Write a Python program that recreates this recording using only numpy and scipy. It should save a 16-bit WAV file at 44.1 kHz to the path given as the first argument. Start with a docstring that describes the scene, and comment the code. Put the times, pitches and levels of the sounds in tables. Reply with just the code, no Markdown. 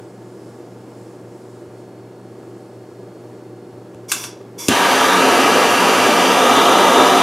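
"""A fan hums and rushes above a kitchen stove, under a faint airy hiss, a thin whine and soft bumps.
A gas torch is triggered twice: gas hisses through its tube and the igniter snaps but fails to light it;
on the second pull it catches with a low, hollow puff. The flame, coloured noise, then roars while it is
lowered towards a metal plate, and echoes off plate and stove top sweep its colour. Fan air is throbbing
noise under wavering tones; snaps are noise bursts in the torch body; puff and bumps are decaying modes."""
import sys
import numpy as np
from scipy import signal
from scipy.fft import rfft, irfft
from scipy.io import wavfile

SR = 44100
rng = np.random.default_rng(int(sys.argv[2]) if len(sys.argv) > 2 else 0)


def persist_wave(psi):
    """Save psi, clipped to +-1, as 16-bit WAV."""
    counts = np.round(np.clip(psi, -1, 1) * 32767).astype(np.int16)
    wavfile.write(sys.argv[1], SR, np.atleast_2d(counts).T)


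N = 318402
T = np.arange(N) / SR
HZ = np.fft.rfftfreq(N, 1 / SR)
EDGE_HZ = 15850  # upper limit of the sound


def amp(db):
    """Decibels to gain."""
    return 10 ** (np.asarray(db) / 20)


def unit(x):
    """Scales to rms 1."""
    return x / np.sqrt(np.mean(x ** 2) + 1e-20)


def curve(rows, axis=1):
    """One column of a time table at every sample."""
    rows = np.asarray(rows)
    return np.interp(T, rows[:, 0], rows[:, axis])


def spectrum(points, hz=HZ):
    """Reads a frequency table on a log-frequency axis."""
    f, value = np.transpose(points)
    return np.interp(np.log(hz + 1), np.log(f), value)


def bells(rows):
    """Resonances and dips as a response in dB."""
    return sum(db * 2 ** -((2 * (HZ - hz) / width) ** 2) for hz, width, db in rows)


def shaped(x, gain):
    """Filters without delay by a gain at each frequency."""
    return irfft(rfft(x) * gain, N)


def softened(x, corner_hz):
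    """Rolls off the treble smoothly above a corner."""
    return irfft(rfft(x) / (1 + (HZ / corner_hz) ** 4), N)


def colour(x, response_db):
    """Causal (minimum-phase) filter with the given response."""
    cepstrum = irfft(np.log(amp(response_db)), N)
    # folding the cepstrum forward in time makes the filter causal
    cepstrum[1:N // 2] *= 2
    cepstrum[N // 2 + 1:] = 0
    return irfft(rfft(x) * np.exp(rfft(cepstrum)), N)


def noise(response_db):
    """Turbulence with the given spectrum, rms 1."""
    return unit(shaped(rng.standard_normal(N), amp(response_db)))


def drift(rate_hz):
    """Slow chance up to a rate, rms 1."""
    return unit(shaped(rng.standard_normal(N), np.exp(-(HZ / rate_hz) ** 2)))


def dying(s, t60):
    """An envelope that starts at s and falls 60 dB in t60 seconds."""
    return (T >= s) * np.exp(-np.log(1000) * np.maximum(T - s, 0) / t60)


def ring(s, hz, db, t60):
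    """One struck mode."""
    return amp(db) * dying(s, t60) * np.sin(2 * np.pi * hz * (T - s))


# the fan's rush of air: pitch_hz [Hz], relative_db [dB per Hz]
FAN_AIR_SPECTRUM = [(25, -13), (70, -23), (95, -6.5), (140, -12.5), (180, -6), (290, -3.5), (360, -0.5),
                    (540, -8.5), (1000, -17.5), (2200, -30.5), (4000, -35.5), (8000, -38.5), (12500, -44),
                    (15500, -51)]
# the fan's steady tones: pitch_hz [Hz], level_db [rms dB], waver_hz [rms Hz]
FAN_TONE_LIST = [(115.6, -54, 0.09), (119.6, -44.5, 0.12), (176, -61, 2.2), (188.6, -54, 1.13),
                 (318.4, -50.5, 2.2), (337.5, -52.5, 1.83), (361.7, -47.5, 1.84), (389, -48.5, 1.53),
                 (406, -60, 1.44), (479, -51, 1.45), (598, -55.5, 2.14), (757, -58.5, 4.15),
                 (897, -62, 2.9), (1410, -69.5, 0.72), (1680, -68, 1.16), (2110, -74, 0.88)]
THROB = 0.22  # depth of the air's throb, as a share of its low range


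def fan(air_db=-40.0, shaft_hz=24.4, swell_db=0.5, throb_below_hz=1500):
    """Air noise throbs in its low range once a turn of the wheel, over mains hum and wavering blade tones."""
    turns = np.cumsum(shaft_hz + 1.6 * drift(2.7)) / SR
    air = noise(spectrum(FAN_AIR_SPECTRUM))
    air = air + THROB * np.cos(2 * np.pi * turns) * softened(air, throb_below_hz)
    tones = 0
    for hz, db, waver_hz in FAN_TONE_LIST:
        cycles = np.cumsum(hz + waver_hz * drift(7.2)) / SR + rng.random()
        tones = tones + amp(db) * np.sqrt(2) * np.sin(2 * np.pi * cycles)
    return air * amp(air_db + swell_db * drift(3.2)) + tones


# spectrum of the airy treble: pitch_hz [Hz], relative_db [dB per Hz]
AIRY_SPECTRUM = [(3000, -20), (5000, 2), (6200, -2), (7100, 3), (8300, 1), (10000, -3.5), (13500, -16),
                 (15500, -21)]
# its swells and fades: start_s [s], level_db [dB before the trim]
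AIRY_LEVEL = [(0, -61), (0.25, -63), (0.43, -58.5), (0.58, -62), (0.86, -65), (0.99, -58), (1.14, -60.5),
              (1.24, -67), (1.36, -59.5), (1.57, -61), (1.66, -66), (1.8, -62), (1.92, -71), (2.3, -66),
              (2.6, -63), (3.05, -66), (3.7, -68), (4, -74)]


def fan_hiss(trim_db=-0.5, patchy_db=1.0, patch_hz=6.0, count=10):
    """A faint airy hiss that swells and fades, each band flickering on its own."""
    air = rfft(noise(spectrum(AIRY_SPECTRUM)))
    band = HZ / EDGE_HZ * count
    patches = 0
    for k in range(2, count + 1):
        # neighbouring triangular bands overlap and sum evenly
        patch = irfft(air * np.maximum(1 - abs(band - k), 0), N)
        patches = patches + patch * amp(patchy_db * drift(patch_hz))
    return unit(patches) * amp(trim_db + curve(AIRY_LEVEL))


# level of the thin whine: start_s [s], level_db [rms dB]
WHINE_LEVEL = [(1.6, -76), (1.75, -70.5), (3.75, -70.5), (3.95, -78)]


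def whine(hz=4328, waver_hz=9.5):
    """A thin sine whose pitch is slightly unsteady."""
    cycles = np.cumsum(hz + waver_hz * drift(40)) / SR
    return amp(curve(WHINE_LEVEL)) * np.sqrt(2) * np.sin(2 * np.pi * cycles)


# soft bumps on the stove: start_s [s], level_db [peak dB before decay], pitch_hz [Hz]
STOVE_BUMPS = [(1.675, -33, 78), (3.945, -31, 82), (4.409, -32, 385)]


def bumps(t60=0.055):
    """Dull knocks, each one short low mode."""
    return sum(ring(s, hz, db, t60) for s, db, hz in STOVE_BUMPS)


# the snap's spectrum before its tilt: pitch_hz [Hz], relative_db [dB per Hz]
SNAP_SPECTRUM = [(300, -38), (700, -8), (1100, 1.5), (3000, 4), (4300, 4.5), (6000, 7.5), (9500, 7),
                 (12000, -0.5), (14500, -5), (16000, -16)]
# modes of the torch body: pitch_hz [Hz], width_hz [Hz], gain_db [dB]
BODY_MODES = [(1110, 580, 6), (1500, 240, 6.5), (2684, 240, 11.5), (3510, 330, 8), (8300, 400, -1),
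              (9700, 300, 0)]


def snap(s, db, t60, tilt_db, contact=1.6):
    """The trigger or the sprung hammer strikes hard, then rattles in the torch body."""
    rattle = rng.standard_normal(N) * dying(s, t60)
    rattle[round(s * SR)] += contact
    body_db = spectrum(SNAP_SPECTRUM) + bells(BODY_MODES) + tilt_db * np.log2(HZ + 1)
    body_db = body_db - 10 * np.log10(np.mean(amp(body_db) ** 2))  # tone only, no change of level
    return amp(db) * colour(rattle, body_db)


# trigger and igniter: start_s [s], level_db [dB], decay_s [s to fall 60 dB], tilt_db [dB per octave]
TORCH_CLICKS = [(3.947, -37.5, 0.002, -3), (4.1176, -9, 0.048, 0.1), (4.121, -16, 0.1, 1),
                (4.2394, -20, 0.016, -2.5), (4.244, -23.5, 0.033, -2.5), (4.412, -44, 0.03, -7),
                (4.6837, -8.5, 0.039, 0.5)]


def igniter():
    """All the clicks of the torch's mechanism, each a strike and its rattle."""
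    return sum(snap(*row) for row in TORCH_CLICKS)


# the valve opens quickly, and the pressure sags from then on
VALVE_OPEN_S, SAG_DB_PER_S = 0.017, 29


def flow(opens, ends, db, t60):
    """One pull of the trigger: a quick rise, a sagging hold and a tail that dies faster than the sag."""
    since_open = np.maximum(T - opens, 0)
    emptying = np.exp(-np.log(1000) * np.maximum(T - ends, 0) / t60)
    return np.minimum(since_open / VALVE_OPEN_S, 1) * amp(db - SAG_DB_PER_S * since_open) * emptying


# the unlit jet: pitch_hz [Hz], relative_db [dB per Hz]
JET_SPECTRUM = [(400, -22), (1000, 7.5), (1700, -7.5), (2900, -2), (4100, -3.5), (5800, 8.5), (7500, 4),
                (11000, 3), (13500, -1), (15500, -18)]
# resonances of the burner tube: pitch_hz [Hz], width_hz [Hz], gain_db [dB]
TUBE_RESONANCES = [(1040, 200, 1.5), (2230, 310, 12), (3440, 190, 14.5), (4800, 300, 7), (5680, 380, 8)]
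# pulls of the trigger: open_s [s], flow_end_s [s], level_db [dB before the sag]
TRIGGER_PULLS = [(4.081, 4.263, -29), (4.578, 4.69, -29.5)]
# the tube empties once the flow ends: 60 dB fall times, on top of the sag
EMPTY_T60_S, EMPTY_TREBLE_T60_S = 0.31, 0.12


def gas(spent_hz=7500):
    """Unlit gas hisses through the burner tube while the trigger is held, and dulls as the tube empties."""
    jet = noise(spectrum(JET_SPECTRUM) + bells(TUBE_RESONANCES))
    dull = softened(jet, spent_hz)
    bright = jet - dull
    return sum(flow(*pull, EMPTY_T60_S) * dull + flow(*pull, EMPTY_TREBLE_T60_S) * bright
               for pull in TRIGGER_PULLS)


LIT_S = 4.6872  # the gas catches
# the puff of ignition: pitch_hz [Hz], level_db [peak dB before decay], decay_s [s to fall 60 dB]
PUFF_MODES = [(268, -15.5, 0.18), (390, -17, 0.08), (310, -1.5, 0.027), (125, -27, 0.13)]


def puff():
    """The gas that has gathered at the nozzle burns at once: a low, hollow pop."""
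    return sum(ring(LIT_S, hz, db, t60) for hz, db, t60 in PUFF_MODES)


START_HEIGHT_CM = 12  # the nozzle's height over the plate when it is lit
# moves of the hand that bring the torch down: start_s [s], length_s [s], drop_cm [cm]
HAND_LOWERINGS = [(4.8, 0.56, 5.15), (6.1, 0.5, 1.7)]


def descent():
    """How far the torch has come down, in cm: each move starts and ends gently."""
    return sum(cm * np.sin(np.pi / 2 * np.clip((T - s) / length, 0, 1)) ** 2
               for s, length, cm in HAND_LOWERINGS)


def delayed(x, ms):
    """An echo whose delay may move."""
    return np.interp(T - ms / 1000, T, x)


SOUND_CM_PER_S = 34300
# most that bounces off the plate and off the stove top, as shares of the flame's sound
PLATE_ECHO, STOVE_ECHO = 0.28, 0.2
# share of that bounce while the flame is still beside the plate, and the descent that brings it over
BOUNCE_ASIDE, OVER_PLATE_CM = 0.4, 4.5


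def bounced(x, further_ms=0.28, blur_hz=5500):
    """Echoes off the plate and the stove top grow and shorten as the torch comes down, sweeping its colour."""
    # the flame is long, so its highest treble does not mirror cleanly
    over_plate = np.interp(descent(), [0, OVER_PLATE_CM], [BOUNCE_ASIDE, 1])
    mirrored = softened(x, blur_hz) * over_plate
    ms = 1000 * 2 * (START_HEIGHT_CM - descent()) / SOUND_CM_PER_S  # down and back
    return x + PLATE_ECHO * delayed(mirrored, ms) + STOVE_ECHO * delayed(mirrored, ms + further_ms)


# slaps off the counter, back panel and walls: delay_ms [ms], gain [ratio], slide [ms per cm of descent]
COUNTER_SLAPS = [(2.6, .12, -.014), (3.2, .07, -.022), (3.26, .08, .014), (4.42, .07, -.018),
                 (7.05, .09, .006), (7.4, .09, -.01)]
# weak echoes off the pan and burner rings: spread of their delays, gain, and fastest slide
SCATTER_MS, SCATTER_GAIN, SCATTER_MS_PER_CM = 8, 0.035, 0.03
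HAND_WAVER_CM = 0.3  # rms unsteadiness of the hand


def slapped(x, count=16):
    """Hard surfaces further off ripple the treble finely; ripples slide as the torch moves and the hand wavers."""
    place = descent() + HAND_WAVER_CM * drift(3)
    scattered = [(1 + SCATTER_MS * a, SCATTER_GAIN * np.sign(b - 0.5), SCATTER_MS_PER_CM * (2 * c - 1))
                 for a, b, c in rng.random((count, 3))]
    echoes = list(COUNTER_SLAPS) + scattered
    return x + sum(gain * delayed(x, ms + slide * place) for ms, gain, slide in echoes)


# spectra of the flame's roar, its hiss and its splash on the metal: pitch_hz [Hz], relative_db [dB per Hz]
ROAR_SPECTRUM = [(25, -11), (70, -40), (110, -22), (150, -15.5), (240, -2.5), (400, 1.5), (900, 4),
                 (1300, -2.5), (1800, -6), (2600, -20.5), (4500, -55)]
HISS_SPECTRUM = [(1200, -12), (2300, 2.5), (2900, 1.5), (3800, -0.5), (4200, -4.5), (5300, -7), (6000, -4),
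                 (7600, -11.5), (10000, -11), (12200, -14.5), (13400, -18.5), (14000, -25), (15700, -31)]
SPLASH_SPECTRUM = [(200, -29), (450, -9), (800, 0.5), (1200, 5), (1350, 1), (1550, -24), (3000, -45)]
# resonances and cancellations of the stove top and its corner: pitch_hz [Hz], width_hz [Hz], gain_db [dB]
STOVE_RESONANCES = [(188, 16, 6), (211, 18, -5), (269, 34, 8), (390, 22, 3), (335, 40, -2.5), (413, 14, -4),
                    (440, 22, 3), (598, 16, 4), (630, 55, -4), (702, 26, 3), (818, 18, -5), (862, 14, -4),
                    (930, 90, 3.5), (1050, 70, -7), (1210, 150, 4.5), (1338, 24, 4), (1400, 70, -5),
                    (1510, 30, 2), (1660, 65, 4), (1730, 35, -3), (1772, 20, 3), (1916, 35, -4),
                    (2000, 45, 3), (2170, 90, -3), (2345, 45, 2), (2560, 45, -2), (2830, 80, 2.5),
                    (3360, 180, -1.5), (3570, 220, 1), (3920, 170, 2), (4090, 220, -3), (4770, 180, 3),
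                    (5100, 130, 2.5), (5245, 200, -3.5), (5930, 260, 2.2), (6570, 220, -2.5),
                    (6900, 220, 2.5), (7710, 220, -2), (8250, 180, 2.5), (12200, 260, 2), (13470, 240, 2.5)]
# the splash's level before echoes when the torch is lowest, and how fast it falls with height
SPLASH_DB, SPLASH_DB_PER_CM = -15.5, 2.5
ROAR_NEARING = 0.097  # the roar grows as this power of nearness to the metal


def flame(roar_db=-14.5, hiss_db=-21.0, build_s=0.029, flutter_db=0.6, sputter_db=0.4):
    """Turbulent burning roars over the jet's hiss, louder and throatier as it nears the plate."""
    age = np.maximum(T - LIT_S, 0)
    stove_db = bells(STOVE_RESONANCES)
    nearness = START_HEIGHT_CM / (START_HEIGHT_CM - descent())
    height_left = descent()[-1] - descent()
    roar = noise(spectrum(ROAR_SPECTRUM) + stove_db) * amp(roar_db + flutter_db * drift(38))
    roar = roar * nearness ** ROAR_NEARING
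    splash = noise(spectrum(SPLASH_SPECTRUM) + stove_db) * amp(SPLASH_DB - SPLASH_DB_PER_CM * height_left)
    hiss = noise(spectrum(HISS_SPECTRUM) + stove_db) * amp(hiss_db + sputter_db * drift(160))
    # the hiss is there almost at once; the roar builds as the flame grows
    burning = (roar + splash) * (1 - np.exp(-age / build_s))
    return bounced(burning + slapped(hiss * (1 - np.exp(-age / 0.0014))))


# the band of the flame's rasp: pitch_hz [Hz], gain_db [dB]
RASP_BAND = [(1150, -46), (1500, -1), (2800, -16), (3500, -15)]
RASP_DB_PER_CM = -0.24  # the rasp turns away from the microphone


def aimed(x, facing_db=2.0):
    """The nozzle beams its mid-range rasp, which fades as the torch turns down."""
    rasp = shaped(x, amp(spectrum(RASP_BAND)))
    return x + (amp(facing_db + RASP_DB_PER_CM * descent()) - 1) * rasp


# the kitchen's reverberation: pitch_hz [Hz], decay_s [s to fall 60 dB]
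ROOM_DECAY = [(150, 0.17), (1000, 0.39), (5000, 0.33), (10000, 0.22), (16000, 0.029)]


def kitchen(x):
    """A dense tail of reflections: noise decaying band by band, the highest treble dying first."""
    hz, t, z = signal.stft(rng.standard_normal(SR // 2), SR, nperseg=256)
    z = z * np.exp(-np.log(1000) * t / spectrum(ROOM_DECAY, hz)[:, None])
    tail = signal.istft(z, SR)[1]
    tail *= 1 - np.exp(-T[:len(tail)] / 0.0044)  # reflections gather over a few ms
    return signal.fftconvolve(x, tail / np.linalg.norm(tail))[:N]


def moving_kitchen(x):
    """The pattern of reflections changes from the torch's first place to its last."""
    angle = np.pi / 2 * descent() / descent()[-1]
    return kitchen(x * np.cos(angle)) + kitchen(x * np.sin(angle))


def widen(x, width):
    """Two close microphones share the direct sound and differ only in scattered reflections."""
    scatter = rng.standard_normal(SR // 20) * np.exp(-T[:SR // 20] / 0.0034)
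    scattered = signal.fftconvolve(x, scatter / np.linalg.norm(scatter))[:N]
    side = colour(scattered, spectrum(width))
    return np.array([x + side, x - side])


# stereo width of the near torch and of the diffuse fan: pitch_hz [Hz], side_db [dB]
TORCH_WIDTH = [(90, -35), (160, -98), (300, -29), (740, -41), (1220, -24), (3300, -23), (5500, -17),
               (11000, -21.5), (15000, -61)]
DIFFUSE_WIDTH = [(60, -16), (110, -31), (200, -24), (380, -24.5), (1290, -15), (2400, -9.5), (9000, -13.5),
                 (15000, -10)]


def scene():
    """The near torch with its reverberation, and the fan that fills the kitchen."""
    trigger, fire, pop = gas() + igniter(), aimed(flame()), puff()
    wet = moving_kitchen(amp(-9.0) * trigger + amp(-9.5) * fire + amp(-2.5) * pop)
    torch = widen(trigger + fire + pop + wet, TORCH_WIDTH)
    background = widen(fan() + fan_hiss() + whine() + bumps(), DIFFUSE_WIDTH)
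    return torch + background


def record(dry, low_cut_hz=106):
    """The microphone sheds deep bass, peaks are rounded off near full scale; then the band limit."""
    low_cut = signal.butter(3, low_cut_hz, "highpass", fs=SR, output="sos")
    lean = signal.sosfilt(low_cut, dry)
    rounded = lean / (1 + lean ** 8) ** (1 / 8)
    band_limit = signal.firwin(511, EDGE_HZ, window=("kaiser", 9), fs=SR)
    return signal.oaconvolve(rounded, band_limit[None], "same")


dry = scene()
out = record(dry)
persist_wave(out)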